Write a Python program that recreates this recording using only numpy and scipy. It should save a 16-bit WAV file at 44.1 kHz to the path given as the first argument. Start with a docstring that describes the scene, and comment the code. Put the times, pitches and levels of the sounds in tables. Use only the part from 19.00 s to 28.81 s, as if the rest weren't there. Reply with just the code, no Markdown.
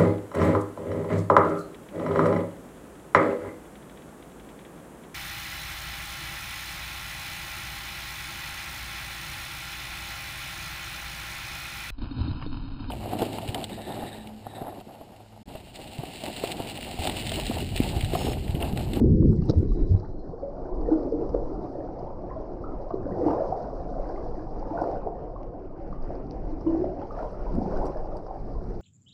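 """A low rumble of water rolls off a sealed camera housing as it lifts out of a shallow cave stream.
Then the pool sloshes and gurgles close by as someone wades. Turbulence gives the noise, air bubbles
ring as damped oscillators, droplets tick on the shell, and near rock walls return a short echo.
The housing muffles all but the bass and one thin treble band."""
import sys
import numpy as np
from scipy import signal
from scipy.fft import rfft, irfft, next_fast_len
from scipy.io import wavfile
from scipy.ndimage import uniform_filter1d, minimum_filter1d, map_coordinates

SR = 44100
rng = np.random.default_rng(int(sys.argv[2]) if len(sys.argv) > 2 else 0)


def unload_wav(signal):
    """Save mono or channel-first audio to the path in sys.argv[1] as 16-bit WAV at rate SR, clipped to [-1, 1]."""
    wavfile.write(
        sys.argv[1],
        SR,
        np.round(np.clip(np.atleast_2d(signal).T, -1, 1) * 32767).astype(np.int16),
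    )


N = 432621


def amp(db):
    return 10 ** (np.asarray(db) / 20)


def unit_rms(x):
    return x / np.sqrt(np.mean(x ** 2) + 1e-20)


def along(points, hz):
    """Interpolation of (frequency, value) points on a logarithmic frequency axis."""
    f, v = np.transpose(points)
    return np.interp(np.log(hz + 1), np.log(f + 1), v)


def curves(rows):
    """Linear interpolation in time: one value per sample for each column after the first."""
    times, *columns = np.transpose(rows)
    return [np.interp(np.arange(N) / SR, times, column) for column in columns]


def wobble(rate):
    """Random modulation: a spline through `rate` Gaussian values a second."""
    return map_coordinates(rng.standard_normal(N // 100), [np.arange(N) * rate / SR])


def filtered(x, response):
    """Zero-phase filtering: the spectrum is multiplied by a frequency response."""
    size = next_fast_len(N + 8192)
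    return irfft(rfft(x, size) * response(np.fft.rfftfreq(size, 1 / SR)), size)[:N]


def coloured(x, spectrum):
    """Spectral shaping: x is whitened, given the spectrum and scaled to unit rms."""
    skirted = [(spectrum[0][0] / 4, -120), *spectrum, (spectrum[-1][0] * 3, -140)]
    own_colour = lambda hz: uniform_filter1d(np.abs(rfft(x, 2 * len(hz) - 2)), size=2001) + 1e-9
    return unit_rms(filtered(x, lambda hz: amp(along(skirted, hz)) / own_colour(hz)))


def noise(spectrum):
    return coloured(rng.standard_normal(N), spectrum)


def lay(start, shapes):
    """Superposition: each row of samples is added at its start time in seconds."""
    at = np.round(start * SR).astype(int)[:, None] + np.arange(shapes.shape[1])
    return np.bincount(at.clip(-1, N).ravel() + 1, shapes.ravel(), N + 2)[1:N + 1]


def humps(tops, db, rise, fall):
    """Upper envelope of triangular rises and falls in dB, zero between events."""
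    lift, t = np.zeros(N), np.arange(N) / SR
    for top, height, up, down in np.broadcast(tops, db, rise, fall):
        lift = np.maximum(lift, np.interp(t, [top - up, top, top + down], [0, height, 0]))
    return lift


# Flow round the submerged shell. Each row: time in seconds, rumble in dB, gurgle in dB.
UNDERWATER = [(0, -21.5, -18.5), (.18, -19.5, -29), (.25, -18.5, -22), (.43, -24.5, -38), (.6, -30, -30),
              (.66, -30.5, -36.5), (.84, -27.5, -30.5), (.94, -32, -39), (1.09, -63, -43.5)]
# Slow waves that nudge the shell. Each row: crest time in seconds, lift in dB.
SLOW_WAVES = [(1.799, 12.5), (2.06, 6), (2.45, 10.5), (3.72, 5.5), (4.75, 5), (5.02, 10), (5.3, 7.5),
              (5.6, 11.5), (6.33, 5), (6.83, 1.5), (7.08, 9.5), (7.5, 10.5), (7.86, 7), (8.3, 4),
              (8.54, 13.5), (8.83, 14), (9, 7.5), (9.6, 8), (9.81, 7)]
# Deep pushes of water. Each row: crest time in seconds, gurgle and churn lifts in dB,
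# rise and fall in seconds.
DEEP_PUSHES = [(1.94, 18.7, 2, 0.39, 0.59), (2.47, 14.5, 3.3, 0.94, 0.88), (3.7, 11, 2.1, 0.47, 0.16),
               (4.2, 19.5, 8.6, 0.25, 0.43), (5.01, 9.6, 2.1, 0.7, 0.88), (5.85, 9.2, 0.58, 0.1, 0.4),
               (7.1, 7.1, 2.9, 0.068, 0.59), (7.77, 12.7, 4.9, 0.58, 0.66), (8.56, 10.7, 8.1, 0.23, 0.52),
               (8.85, 17.6, 3.3, 0.31, 0.11), (9.79, 1.1, 6.7, 0.31, 0.09)]
# The pool between splashes. Each row: time in seconds, then slosh, spatter and fizz in dB.
CALM_POOL = [(0, -40.5, -79.5, -71), (.22, -67.5, -75.5, -77), (.33, -48.5, -78, -71),
             (.4, -57.5, -76.5, -72.5), (.5, -44, -69, -65.5), (.66, -51.5, -68, -77.5),
             (.72, -52, -76, -66.5), (.82, -47.5, -61.5, -73), (.9, -54.5, -79, -67.5),
             (.95, -45.5, -66, -71), (1.15, -49, -83, -77.5), (1.55, -40, -73, -77),
             (2.1, -40.5, -73.5, -75), (2.6, -39.5, -70.5, -71.5), (3.2, -41.5, -71.5, -78),
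             (3.8, -41, -70, -76.5), (4.8, -42.5, -75, -77), (5.5, -44, -73, -75.5),
             (6.3, -41.5, -72, -81.5), (6.75, -45.5, -69, -83), (7.15, -45, -67.5, -77),
             (8.4, -41.5, -65, -73), (9.1, -41.5, -69.5, -74.5), (9.81, -44.5, -66.5, -71.5)]
# Splashes. Each row: crest time in seconds, lift in dB, rise and fall in seconds.
WADING_SPLASHES = [(1.921, 6, 0.078, 0.16), (4.28, 11, 0.31, 0.81), (5.01, 7, 0.31, 0.9),
                   (5.88, 11.5, 0.33, 0.19), (6.93, 3, 0.19, .08), (7.12, 4, 0.12, .1),
                   (7.72, 4.5, 0.12, 0.2), (8.2, 5.5, 0.17, 0.22), (8.8, 8, 0.43, 0.28)]
CALM_GURGLE_DB, CALM_CHURN_DB, CALM_HEAVE_DB = -48, -44, -40


def water_levels():
    """Amplitude envelopes in dB: waves, pushes and splashes lift six bands above calm water."""
    rumble_db, bubbling_db = curves(UNDERWATER)
    # the slow heave overtakes the rumble as the shell nears the surface
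    nearing_db = -12 + 17 * np.arange(N).clip(0, SR) / SR
    wave_db = humps(*np.transpose(SLOW_WAVES), rise=0.33, fall=0.19)
    heave_db = np.maximum(rumble_db + nearing_db, CALM_HEAVE_DB + wave_db)
    tops, gurgle_lift, churn_lift, rise, fall = np.transpose(DEEP_PUSHES)
    churn_db = np.maximum(rumble_db, CALM_CHURN_DB + humps(tops, churn_lift, rise, fall))
    gurgle_db = np.maximum(bubbling_db, CALM_GURGLE_DB + humps(tops, gurgle_lift, rise, fall))
    slosh_db, spatter_db, fizz_db = curves(CALM_POOL)
    splash_db = humps(*np.transpose(WADING_SPLASHES))
    return (heave_db, churn_db, gurgle_db,
            slosh_db + splash_db, spatter_db + splash_db, fizz_db + 0.98 * splash_db)


def swarm(count, hz, octaves, cycles, spread_db, samples):
    """Bubble resonance: damped sines of random onset and size, each rising in pitch."""
    start = rng.random(count) * N / SR
    pitch = hz * 2 ** (octaves * rng.standard_normal((count, 1)))
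    strength = amp(spread_db * rng.exponential(size=(count, 1)))
    turns = pitch * np.arange(samples) / SR
    age = turns / cycles
    envelope = strength * age * np.exp(-2.5 * age) * np.hanning(2 * samples)[samples:]
    return lay(start, envelope * np.sin(2 * np.pi * turns * (1 + 0.065 * age)))


def bubbly_flow(spectrum, grains, bubble_share, flutter_db):
    """Incoherent sources add in power: reverberant bubbles and turbulence share one spectrum."""
    turbulence = noise(spectrum)
    bubbling = coloured(grains + amp(-5.5) * cave_echo(grains), spectrum)
    flow = np.sqrt(bubble_share) * bubbling + np.sqrt(1 - bubble_share) * turbulence
    return unit_rms(amp(flutter_db) * flow)


# Spectra of the water, low to high. Each row: frequency in Hz, relative spectral density in dB.
HEAVE_SPECTRUM = [(7, -16.5), (15, 6.5), (30, -2.5), (45, -1), (65, -19), (120, -60.5)]
CHURN_SPECTRUM = [(35, -1.5), (65, 0), (130, -0.5), (220, -2.5), (300, -26.5), (450, -56)]
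GURGLE_SPECTRUM = [(170, -56.5), (250, -2), (320, 0), (430, -3), (560, -23), (900, -64)]
SLOSH_SPECTRUM = [(300, -25.5), (450, -1.5), (670, -1.5), (830, -8.5), (1300, -21.5), (1900, -42),
                  (3000, -79.5)]
SPATTER_SPECTRUM = [(900, -35.5), (1400, -7), (2100, -14.5), (3000, -24.5), (4000, -40.5)]
FIZZ_SPECTRUM = [(2500, -19.5), (3400, -6.5), (4200, 3), (5000, 7.5), (5700, 2.5), (6500, -6),
                 (6900, -13.5), (10000, -47.5), (15000, -65)]
SPRAY_SPECTRUM = [(6300, -25), (7200, 5), (9500, 1), (11500, -7), (14000, -27)]


def stream():
    """Turbulent pressure heaves and churns on the shell; the smaller a bubble, the higher it rings."""
    heave_db, churn_db, gurgle_db, slosh_db, spatter_db, fizz_db = water_levels()
    lap = wobble(14)  # each lap of water shakes several bubble sizes loose at once
    heave = unit_rms(amp(0.51 * wobble(6.7)) * noise(HEAVE_SPECTRUM))
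    churn = unit_rms(amp(2.5 * wobble(22) + 0.17 * lap) * noise(CHURN_SPECTRUM))
    big = swarm(count=900, hz=339, octaves=0.35, cycles=8.6, spread_db=2, samples=2400)
    middle = swarm(count=1500, hz=721.4, octaves=0.506, cycles=8.3, spread_db=2, samples=1400)
    small = swarm(count=2500, hz=1900, octaves=0.4, cycles=8, spread_db=2.2, samples=400)
    tiny = swarm(count=9000, hz=5410, octaves=0.3, cycles=18, spread_db=1, samples=240)
    gurgle = bubbly_flow(GURGLE_SPECTRUM, big, bubble_share=0.73, flutter_db=1.3 * lap)
    slosh = bubbly_flow(SLOSH_SPECTRUM, middle, bubble_share=0.7, flutter_db=lap)
    spatter = bubbly_flow(SPATTER_SPECTRUM, small, bubble_share=0.6, flutter_db=2.2 * lap)
    fizz = bubbly_flow(FIZZ_SPECTRUM, tiny, bubble_share=0.5, flutter_db=0.79 * lap + 1.6 * wobble(40))
    # only strong splashes throw fine spray: it grows faster than the fizz and comes in puffs
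    spray_db = -101 + 1.56 * (fizz_db + 78) + 1.5 * wobble(10) + 3.6 * wobble(170)
    spray = amp(spray_db) * noise(SPRAY_SPECTRUM)
    low = amp(heave_db) * heave + amp(churn_db) * churn + amp(gurgle_db) * gurgle
    return low + amp(slosh_db) * slosh + amp(spatter_db) * spatter + amp(fizz_db) * fizz + spray


# Decay in the cave. Each row: frequency in Hz, time to fall 60 dB in seconds.
CAVE_DECAY = [(200, 0.34), (800, 0.45), (4000, 0.049)]


def cave_echo(x):
    """Reverberation: reflections from near rock decay exponentially, each frequency at its own rate."""
    hz, t, spectra = signal.stft(rng.standard_normal(SR // 3), SR, nperseg=512)
    decay = amp(-60 * t / along(CAVE_DECAY, hz)[:, None])
    _, tail = signal.istft(spectra * decay, SR, nperseg=512)
    delayed = np.pad(x, (400, 0))
    return signal.fftconvolve(delayed, tail / np.linalg.norm(tail))[:N]


# Single air pockets. 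Each row: onset in seconds, pitch in Hz, level in dB, fade in milliseconds.
AIR_POCKETS = [(0.012, 239, -10.5, 27), (.04, 334, -12, 5.3), (.106, 96.4, -5.5, 5.6),
               (0.196, 129.4, -8, 6.8), (0.233, 122, -15.5, 5.6), (0.248, 237, -9, 4.8),
               (0.29, 155, -11.5, 7.5), (.439, 2770, -56, 3.7), (.49, 128, -9.5, 6.1), (0.49, 308, -13, 14),
               (0.498, 465, -14, 1.8), (0.534, 503, -22, 3.8), (.565, 80, -7, 14), (.624, 340, -12.5, 3.1),
               (.69, 35.7, -11.5, 31), (0.715, 1110, -44.5, 13), (0.795, 30.4, -11.5, 18),
               (0.905, 80.1, -7, 1.7), (0.935, 96, -9, 4.5), (1.028, 838, -37, 15), (1.334, 466, -27, 10.6),
               (1.429, 550, -23, 16), (1.883, 473, -16, 18), (1.912, 820, -27.5, 5.2),
               (1.913, 312.4, -12, 53), (2.119, 464, -16, 15), (2.135, 303, -19, 25),
               (2.192, 316, -21.5, 13), (2.216, 432, -18, 6.4), (2.258, 523, -32.5, 5),
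               (2.344, 485, -9.5, 2.1), (2.752, 560, -23, 5), (2.784, 303, -26, 8),
               (2.886, 764, -26.5, 1.4), (3.304, 1900, -47, 2.3), (3.31, 1020, -32.5, 11),
               (3.36, 637, -28, 24), (3.906, 672, -23.5, 9.8), (3.938, 375, -14.5, 1.2),
               (4.049, 272, -25, 15), (4.062, 538, -22, 5.8), (4.091, 1035, -33.5, 2.6),
               (4.109, 192, -24.5, 13), (4.053, 1480, -46, 4.4), (4.121, 1860, -47, 6),
               (4.207, 484, -18, 29), (4.259, 313, -16, 31), (4.282, 880, -17.5, 3.4),
               (4.303, 1170, -29.5, 2.5), (4.33, 690, -16.5, 2.3), (4.365, 486, -16, 5.3),
               (4.403, 634, -20, 16), (4.523, 726, -14.5, 4.2), (4.683, 655, -24.5, 2.3),
               (4.962, 640, -25, 6.6), (4.994, 543, -26, 16), (5.097, 747, -26.5, 6),
               (5.16, 2050, -47, 2.7), (5.177, 1140, -36.5, 8.3), (5.262, 700, -28.5, 10),
               (5.625, 847, -25.5, 2), (5.708, 309, -23.5, 26), (5.707, 833, -28, 5.7),
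               (5.743, 678, -27, 33), (5.775, 1444, -31.5, 5.4), (5.785, 920, -22, 1.1),
               (5.815, 320, -20, 6.9), (5.816, 706, -14, 3.5), (5.853, 424, -23, 3.2), (5.88, 670, -31, 5),
               (6.062, 432, -20.5, 5.8), (6.07, 704, -17, 1.7), (6.36, 1080, -33, 5.3),
               (6.807, 553, -32, 8.7), (6.926, 1150, -33.5, 4.5), (7.103, 668, -23, 0.61),
               (7.525, 306, -26.5, 19), (7.666, 322, -14.5, 39), (7.678, 2890, -54.5, 5),
               (7.665, 990, -32, 2.9), (7.69, 322, -26, 8), (7.719, 317, -27.5, 21),
               (7.766, 334, -19.5, 24), (7.789, 342, -19.5, 15), (7.813, 359.4, -18, 28),
               (7.84, 627, -16, 0.81), (8.022, 827, -29, 9.5), (8.107, 1200, -32, 5.8),
               (8.188, 1330, -35, 5.4), (8.201, 620, -29.5, 5), (8.226, 960, -30, 4),
               (8.543, 187, -18, 4.3), (8.578, 226, -12, 1.8), (8.615, 743, -23, 3.3), (8.655, 200, -18, 2),
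               (8.659, 810, -23.5, 1.7), (8.741, 634, -23, 2.8), (8.763, 1460, -39.5, 8),
               (8.789, 480, -31, 7), (8.813, 803, -19.5, 2.8), (8.832, 655, -26.5, 7.8),
               (8.843, 1023, -32, 8.6), (9.056, 774, -28.5, 3), (9.307, 753, -25, 4.7)]


def bubbles():
    """Air is the spring and water the mass: each bubble swells, rings and fades; small ones climb."""
    onset, hz, db, fade_ms = np.transpose(AIR_POCKETS)[:, :, None]
    swell_ms = 5.98 * (400 / hz) ** 0.695
    lead_s = 0.05
    t = np.arange(SR // 3) / SR - lead_s - swell_ms / 1000  # zero at the peak
    from_peak = 1000 * t / np.where(t < 0, swell_ms, fade_ms).clip(2.2)
    envelope = amp(db - 15.2 * np.sqrt(from_peak ** 2 + 0.0056))  # straight dB slopes, rounded top
    climb = 1 + 1.6 * t * (hz.clip(0, 1400) / 800) ** 2  # pitch rises towards the surface
    phase = 2 * np.pi * (hz * t * climb + rng.random((len(onset), 1)))
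    return lay(onset[:, 0] - lead_s, envelope * np.sin(phase))


# Dry snaps on the shell. Each row: centre time in seconds, level in dB, pitch in Hz.
SHELL_SNAPS = [(.114, -55, 3000), (.2365, -61, 2900), (.422, -58, 2000), (.474, -61, 2300),
               (.5105, -33, 4600), (.7345, -56, 6000), (.92, -58, 2700), (3.5348, -57, 5200),
               (5.7069, -58, 2200), (6.432, -51, 2300), (6.432, -55, 5100), (7.3108, -39, 4800),
               (7.3112, -50, 2400), (9.17, -55, 2200), (9.641, -56, 4800)]


def snaps():
    """A short pulse has a wide spectrum: a millisecond of tone in a Gaussian envelope is a click."""
    centre, db, hz = np.transpose(SHELL_SNAPS)[:, :, None]
    t = np.arange(-100, 100) / SR
    envelope = amp(db) * np.exp(-(t / 0.0003) ** 2)
    return lay(centre[:, 0] + t[0], envelope * np.sin(2 * np.pi * hz * t))


# Droplets and knocks on the shell. Each row: start in seconds, ring level in dB, pitch in Hz,
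# relative weight of the thud in dB.
SHELL_IMPACTS = [(.226, -72, 4000, 24.5), (0.3155, -58.5, 5230, 1), (0.33, -61.5, 4100, 14),
                 (0.3599, -57, 5530, -10.5), (0.4209, -54.5, 4460, 6), (0.456, -58.5, 5700, 0.5),
                 (0.4896, -44.5, 3900, 3.5), (0.4966, -31.5, 3950, -6), (0.4971, -34, 5400, -35),
                 (0.5342, -65, 3830, 16.5), (0.7603, -60, 4050, -14.5), (0.9979, -52.5, 4500, -10),
                 (1.8127, -57, 4480, 4), (1.9234, -61.5, 3860, 18), (2.0317, -56.5, 4430, 8),
                 (2.119, -57, 4900, 2.5), (2.2922, -51.5, 5100, 10.5), (2.3426, -60.5, 4370, 21),
                 (2.9926, -60.5, 5000, 10), (3.2994, -65, 5470, 18.5), (3.9053, -65.5, 4120, 29.5),
                 (3.9402, -55, 4140, 0), (4.3085, -54.5, 5600, 26), (5.0898, -52, 4620, 7.5),
                 (5.595, -55.5, 4800, 8), (5.8152, -48.5, 5380, 4.5), (5.8394, -55, 4860, 20.5),
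                 (5.9119, -54.5, 5220, 7.5), (7.024, -57, 4740, 3.5), (7.049, -60.5, 4860, -3),
                 (7.153, -58, 4600, 12), (7.267, -61, 4570, -3.5), (7.6103, -54.5, 5200, 7.5),
                 (8.0163, -61.5, 4330, 24.5), (8.5505, -51.5, 4950, 4.5), (8.771, -47, 4940, 4),
                 (8.8554, -47.5, 4700, 7), (8.866, -47, 5700, 9), (8.972, -54.5, 5020, 8.5),
                 (9.1684, -49, 4740, -0.5), (9.2658, -54.5, 5000, 10)]
# The shell's bright and dull responses. Each row: frequency in Hz, gain in dB.
CRACK_RESPONSE = [(1800, -11), (2500, -11), (3400, -10.5), (5000, 9), (6400, -3.5), (7000, -24.5)]
THUD_RESPONSE = [(150, -10.5), (500, 3), (1200, -4.5), (2200, -40), (3200, -43.5)]


def ticks():
    """Impact excitation: a contact rings the microphone port briefly, with a crack and a dull thud."""
    start, db, hz, thud_db = np.transpose(SHELL_IMPACTS)[:, :, None]
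    t = np.arange(900) / SR
    contact = rng.standard_normal((len(start), len(t))) * (1 - np.exp(-t / 0.000092))
    tone = np.sin(2 * np.pi * hz * t) * (1 - np.exp(-t / 0.00019))

    def damped(x, level_db, t60):
        return lay(start[:, 0], amp(level_db - 60 * t / t60) * x)

    ring = damped(tone, db, t60=0.017)
    crack = filtered(damped(contact, db - 4, t60=0.041),
                     lambda f: amp(along(CRACK_RESPONSE, f)) * (f > 1500) * (f < 7500))
    thud = filtered(damped(contact, db + thud_db + 21.5, t60=0.029),
                    lambda f: amp(along(THUD_RESPONSE, f)) * (f < 3500))
    return ring + crack + thud


# Fine spray hitting the shell. Each row: start in seconds, level before filtering in dB,
# time to fall 60 dB in seconds.
SPRAY_PUFFS = [(0.319, -66, 0.17), (0.362, -66, 0.056), (.455, -61, 0.028), (0.4968, -54.5, 0.017),
               (0.733, -66, 0.026), (.92, -70.5, 0.087), (1.923, -72, 0.092), (5.815, -68, 0.1),
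               (8.5513, -62.5, 0.049), (8.855, -57.5, 0.12), (9.167, -65, .07)]


def puffs():
    """Many tiny impacts merge into noise: bursts of high hiss with exponential decay."""
    start, db, t60 = np.transpose(SPRAY_PUFFS)[:, :, None]
    t = np.arange(SR // 10) / SR
    envelope = amp(db - 60 * t / t60)
    bursts = lay(start[:, 0], envelope * rng.standard_normal(envelope.shape))
    return filtered(bursts, lambda f: amp(along(SPRAY_SPECTRUM, f)) * (f > 6000))


# The microphone port rings higher as it drains. Each row: time in seconds, pitch in Hz, level in dB.
PORT_RESONANCE = [(.44, 3900, -105), (.47, 3900, -77), (.6, 3960, -77), (.82, 3900, -74), (.95, 3920, -76),
                  (1.15, 4180, -77), (1.26, 4180, -78), (1.3, 4280, -87), (1.42, 4540, -81),
                  (1.5, 4450, -105)]


def draining_port():
    """Randomly driven resonance: trickling water excites a narrow, raspy band of noise in the port."""
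    hz, db = curves(PORT_RESONANCE)
    phase = 2 * np.pi * np.cumsum(hz) / SR
    trickle = amp(4 * wobble(30))
    narrow_band = wobble(200) * np.sin(phase) + wobble(210) * np.cos(phase)
    return amp(db) * unit_rms(trickle * narrow_band)


# Faint buzzing clicks of recorder distortion on loud peaks. Each row: start and end in seconds,
# clicks per second, base level in dB.
PEAK_CRACKLE = [(.561, .633, 188, -46), (2.339, 2.357, 480, -57)]


def peak_crackle():
    """A periodic impulse train buzzes: thin, even clicks, strongest about a third of the way in."""
    clicks = np.zeros(N)
    for start, end, rate, db in PEAK_CRACKLE:
        times = np.arange(start, end, 1 / rate)[:, None]
        swell_db = np.interp(times, np.linspace(start, end, 4), [-12, 5, -10, 2.5])
        clicks += lay(times[:, 0], amp(db + swell_db + 1.5 * rng.standard_normal(times.shape)))
    treble = [(2500, 8), (8000, 2.5), (15000, -4)]  # Hz, dB
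    return filtered(clicks, lambda hz: (hz > 2500) * amp(along(treble, hz)))


# Bubbles that whistle upwards. Each row: start in seconds, first and last pitch in Hz,
# length in seconds, level in dB.
RISING_WHISTLES = [(1.037, 1070, 2070, 0.016, -53.5), (3.055, 830, 1000, 0.033, -40.5),
                   (3.901, 741, 1484, 0.018, -44), (9.127, 549, 1034, 0.036, -35.5)]


def surfacing_bubbles():
    """Mass loading falls near the surface, so a bubble's pitch climbs ever faster."""
    start, low_hz, high_hz, length, db = np.transpose(RISING_WHISTLES)[:, :, None]
    progress = (np.arange(SR // 12) / SR / length).clip(0, 1)
    hz = low_hz + (high_hz - low_hz) * progress ** 1.8
    phase = 2 * np.pi * np.cumsum(hz, axis=1) / SR
    envelope = amp(db) * np.sqrt(np.abs(np.sin(np.pi * progress))) * (progress < 1)
    return lay(start[:, 0], envelope * np.sin(phase))


def scene():
    """Direct and reflected sound add: bubbles echo over the stream, contacts on the shell stay drier."""
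    bubbling = bubbles() + surfacing_bubbles()
    contacts = ticks() + snaps()
    surfacing_s = 0.99  # the walls are hardly heard until the shell is out
    walls_db, = curves([(surfacing_s - 0.1, -14.5), (surfacing_s, 0)])
    echo = cave_echo(amp(walls_db) * (amp(-8.5) * bubbling + amp(-11) * contacts))
    mix = bubbling + contacts + echo + puffs() + stream() + draining_port() + peak_crackle()
    fade_in = np.sin(np.pi / 2 * (np.arange(N) / (0.004 * SR)).clip(0, 1)) ** 2
    return (fade_in * mix)[None]


def record(dry):
    """Look-ahead limiting holds the loudest surges; faint preamp hiss and a band limit follow."""
    ceiling, hiss_db, top_hz = 0.43, -104, 15800
    needed_gain = np.minimum(1, ceiling / (np.abs(dry[0]) + 1e-9))
    held_gain = minimum_filter1d(needed_gain, size=1601)
    gain = uniform_filter1d(uniform_filter1d(held_gain, size=801), size=801)
    x = gain * dry[0] + amp(hiss_db) * rng.standard_normal(N)
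    return filtered(x, lambda hz: hz < top_hz)[None]


dry = scene()
out = record(dry)
unload_wav(out)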